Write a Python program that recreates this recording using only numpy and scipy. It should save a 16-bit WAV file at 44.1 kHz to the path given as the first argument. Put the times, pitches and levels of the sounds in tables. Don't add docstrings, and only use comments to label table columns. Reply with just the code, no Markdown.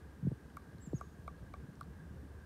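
import sys
import numpy as np
from scipy import signal
from scipy.fft import rfft, irfft
from scipy.io import wavfile
from scipy.ndimage import uniform_filter1d

SR = 44100
rng = np.random.default_rng(int(sys.argv[2]) if len(sys.argv) > 2 else 0)


def to_wav(sig):
    pcm = np.clip(np.atleast_2d(sig), -1, 1) * 32767
    pcm = np.round(pcm).astype(np.int16)
    wavfile.write(sys.argv[1], SR, pcm.T)


def magnitude_from_level(level_db):
    exponent = np.asarray(level_db, float) / 20
    return 10 ** exponent


N = 108045


def evened(x):
    return x / np.sqrt(np.mean(x ** 2) + 1e-20)


def add(mix, start_s, sound):
    part = mix[round(start_s * SR):][:len(sound)]
    part += sound[:len(part)]


def band(x, hz, width_hz):
    r = np.exp(-np.pi * width_hz / SR)
    return signal.lfilter([1, 0, -1], [1, -2 * r * np.cos(2 * np.pi * hz / SR), r * r], x)


def air(shape, patchy_db, bins=8, frames=8):
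    hz = np.fft.rfftfreq(1024, 1 / SR)
    real, imag, patches = rng.standard_normal((N // 256 + 5, 513, 3)).T
    patches = uniform_filter1d(uniform_filter1d(patches, bins, 0), frames, 1)
    shape_hz, shape_db = np.transpose(shape)
    level_db = np.interp(np.log(hz + 1), np.log(shape_hz), shape_db, left=-90, right=-90)
    gain = magnitude_from_level(level_db[:, None] + patchy_db * evened(patches))
    return evened(signal.istft((real + 1j * imag) * gain, nperseg=1024, noverlap=768)[1][:N])


# pitch_hz, level_db
RUMBLE_SHAPE = [(13, -68), (22, -25.5), (51, -13.5), (71, 1.5), (102, -10.5), (175, -9.5), (332, -18.5),
                (415, -19.5), (1000, -35.5), (1300, -75), (2200, -120)]
# start_s, level_db
WIND_GUSTS = [
    (0.0, -60.5),
    (0.3, -55.5),
    (0.61, -58),
    (0.8, -57.5),
    (1.18, -58),
    (2.09, -54.5),
    (2.45, -56),
]


def rumble():
    hz = np.fft.rfftfreq(N, 1 / SR)
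    shape_hz, shape_db = np.transpose(RUMBLE_SHAPE)
    flat = air([(1, 0), (1100, 0)], patchy_db=2.5, bins=3, frames=3)
    level_db = np.interp(np.log(hz + 1), np.log(shape_hz), shape_db, left=-60, right=-90)
    x = evened(irfft(rfft(flat) * magnitude_from_level(level_db), N))
    start_s, gust_db = np.transpose(WIND_GUSTS)
    gust = magnitude_from_level(np.interp(np.arange(N) / SR, start_s, gust_db - gust_db.mean()))
    low = signal.sosfiltfilt(signal.butter(2, 300, fs=SR, output="sos"), x)
    return magnitude_from_level(-53) * (x - low + gust * low)


# pitch_hz, level_db
HISS_SHAPE = [(470, -35), (800, -6), (1190, -3.5), (1320, -7), (1670, -4.5), (2290, -15.5), (2480, -16),
              (13000, -29)][:-2] + [(14000, -26.5), (15750, -31.5)]
# pitch_hz, width_hz, level_db
FAINT_DRONES = [
    (1595.6, 123, -73.5),
    (8720, 180, -90.5),
]


def hiss():
    x = magnitude_from_level(-68.5) * air(HISS_SHAPE, patchy_db=.4)
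    for pitch_hz, width_hz, level_db in FAINT_DRONES:
        drift = uniform_filter1d(rng.standard_normal(N), size=2500)
        waver_db = 2.0 * evened(uniform_filter1d(drift, size=2500))
        tone = band(band(rng.standard_normal(N), pitch_hz, width_hz), pitch_hz, width_hz)
        x = x + magnitude_from_level(level_db + waver_db) * evened(tone)
    return x


# start_s, level_db, bright_hz, low_hz
HAND_BUMPS = [
    (.224, -32.5, 204, 78.6),
    (.246, -28.5, 230, 79),
    (0.2681, -25, 344, 68),
    (0.308, -36.5, 209, 91),
    (0.316, -38, 443, 262),
    (.316, -36.5, 216, 80),
    (.870, -37.5, 280, 142),
    (0.9318, -30.5, 435, 235),
    (.935, -28.5, 200, 98),
]
# start_s, level_db, bright_hz
HAND_NUDGES = [(0.431, -64, 300), (.68, -47.5, 225), (0.743, -47, 222), (1.011, -50.5, 287),
               (1.182, -45.5, 129), (1.416, -47, 150), (1.625, -44, 150), (1.682, -42, 300),
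               (1.817, -46, 184), (2.103, -43.5, 305), (2.134, -48, 200), (2.208, -47, 150)]


def bump(start_s, level_db, bright_hz, low_hz=67):
    case_hz, case_db = 150, 8
    lead_s = .02
    hz = np.fft.rfftfreq(8192, 1 / SR) + 1
    lag_s = .0125 * (case_hz / np.maximum(hz, 100)) ** 1.6 + lead_s
    case = 1 + magnitude_from_level(case_db) * np.exp(-np.log(hz / case_hz) ** 2 / 0.13)
    gain = case / (1 + (low_hz / hz) ** 6) / (1 + (hz / bright_hz) ** 4.93)
    x = irfft(gain * np.exp(-2j * np.pi * np.cumsum(lag_s) * SR / 8192))
    return start_s - lead_s, magnitude_from_level(level_db) * x / abs(x).max()


def snap(peak_s, hz, width_hz):
    t = np.arange(400) / SR
    swell = (t / peak_s) * np.exp(1 - t / peak_s)
    x = band(rng.standard_normal(400) * swell, hz, width_hz)
    return x / abs(x).max()


# start_s, level_db, pitch_hz
BARK_FLAKES = [
    (0.5017, -66, 2800),
    (.783, -65, 4100),
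    (.876, -71, 7500),
    (0.93, -68, 3550),
    (1.754, -66, 5660),
    (1.8108, -62.5, 2880),
    (1.8305, -61.5, 4200),
]


def flake(start_s, level_db, pitch_hz):
    return start_s, magnitude_from_level(level_db + 5) * snap(.0006, pitch_hz, .17 * pitch_hz)


# start_s, level_db, upper_db, hollow_db, tick_db (the last three relative)
BILL_KNOCKS = [
    (0.5701, -34.5, -13, -13, -15.5),
    (1.0116, -32.5, -25.5, -8.5, -22.5),
    (1.279, -31.5, -13.5, -7, -23),
    (1.5394, -35, -10.5, -5, -22),
    (1.8113, -34, -28, -14, -17),
]
# pitch_hz, level_db, t60_s
TRUNK_RINGS = [
    (1160, 3.5, 0.043),
    (1510, -33, 0.0068),
]


def knock(start_s, level_db, upper_db, hollow_db, tick_db):
    contact_s, swell_s = .003, .0016
    tick_s, tick_lead_s = .0005, .0016
    upper_ring_db, hollow_ring_db, hollow_t60_s = upper_db + 5, hollow_db + 6, .012
    t = np.arange(4000) / SR
    since = t - contact_s
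    modes = [*TRUNK_RINGS,
             (2260, upper_ring_db, .013),
             (700, hollow_ring_db, hollow_t60_s),
             (1346, -13 - 1.3 * hollow_db, 0.011),
             (507, hollow_ring_db - 9.5, hollow_t60_s)]
    detune = 1 + .005 * rng.standard_normal(len(modes))
    ring = np.zeros(len(t))
    for (hz, mode_db, t60_s), k in zip(modes, detune):
        fade = magnitude_from_level(mode_db - 60 * np.maximum(since, 0) / t60_s)
        ring += fade * np.cos(2 * np.pi * hz * k * since)
    ring = ring * (1 - np.exp(-(t / swell_s) ** 2))
    crack = magnitude_from_level(upper_db - 2 - 60 * t / 0.0042) * np.sin(2 * np.pi * 3700 * t) * np.minimum(t / tick_s, 1)
    tick = signal.lfilter(*signal.butter(2, 14500, fs=SR), snap(tick_s, 5500, 12000))
    out = np.zeros(4200)
    add(out, tick_lead_s / 4, ring / abs(ring).max() + crack)
    add(out, 0, magnitude_from_level(tick_db + 3.5) * tick)
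    return start_s - tick_lead_s, magnitude_from_level(level_db) * out


# start_s, pitch_hz, level_db
BIRD_CHIRPS = [
    [(.803, 7200, -78.5), (.81, 7400, -74), (.82, 7620, -66), (.834, 7670, -64), (.848, 7600, -69),
     (.864, 7300, -62), (.873, 6900, -70), (.878, 5700, -80)],
    [(.941, 6000, -97), (.947, 6350, -69), (.955, 6650, -66.5), (.968, 6690, -59.5), (.977, 6600, -65),
     (.983, 6100, -64), (.99, 5250, -71.5), (.997, 4500, -87), (1.004, 3700, -84)],
]


def chirp(points):
    s, hz, db = np.transpose(points)
    t = np.arange(s[0], s[-1], 1 / SR)
    pitch_hz = uniform_filter1d(np.interp(t, s, hz), size=120)
    phase = 2 * np.pi * np.cumsum(pitch_hz) / SR
    octave = magnitude_from_level(-23 + 10.5 * (hz.max() - pitch_hz) / 1000)
    edge = np.minimum(1, np.minimum(t - s[0], s[-1] - t) / .003)
    whistle = np.sin(phase) + octave * np.sin(2 * phase)
    return s[0], np.sqrt(2) * edge * magnitude_from_level(np.interp(t, s, db)) * whistle


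def trees(x, t60_s):
    gap_s = .015
    t = np.arange(SR // 2) / SR
    hits = rng.standard_normal(len(t)) * (rng.random(len(t)) < .3)
    taps = hits * magnitude_from_level(-60 * t / t60_s) * np.clip(t / gap_s - .5, 0, 1)
    return signal.fftconvolve(x, taps / np.linalg.norm(taps))[:N]


def scene():
    near, pecks, bird = np.zeros((3, N))
    for row in [*HAND_BUMPS, *HAND_NUDGES]:
        add(near, *bump(*row))
    for row in BARK_FLAKES:
        add(near, *flake(*row))
    for row in BILL_KNOCKS:
        add(pecks, *knock(*row))
    for points in BIRD_CHIRPS:
        add(bird, *chirp(points))
    echoes = magnitude_from_level(-8.5) * trees(bird, t60_s=.75) + magnitude_from_level(-22) * trees(pecks, t60_s=.35)
    return (rumble() + hiss() + near + pecks + bird + echoes)[None]


def band_limit(x):
    return signal.sosfilt(signal.butter(12, 16040, fs=SR, output="sos"), x)


def record(dry):
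    edge = signal.firwin(511, 16050, window=("kaiser", 9), fs=SR)
    mix = signal.oaconvolve(dry, edge[None], "same")
    return band_limit(mix)


dry = scene()
out = record(dry)
to_wav(out)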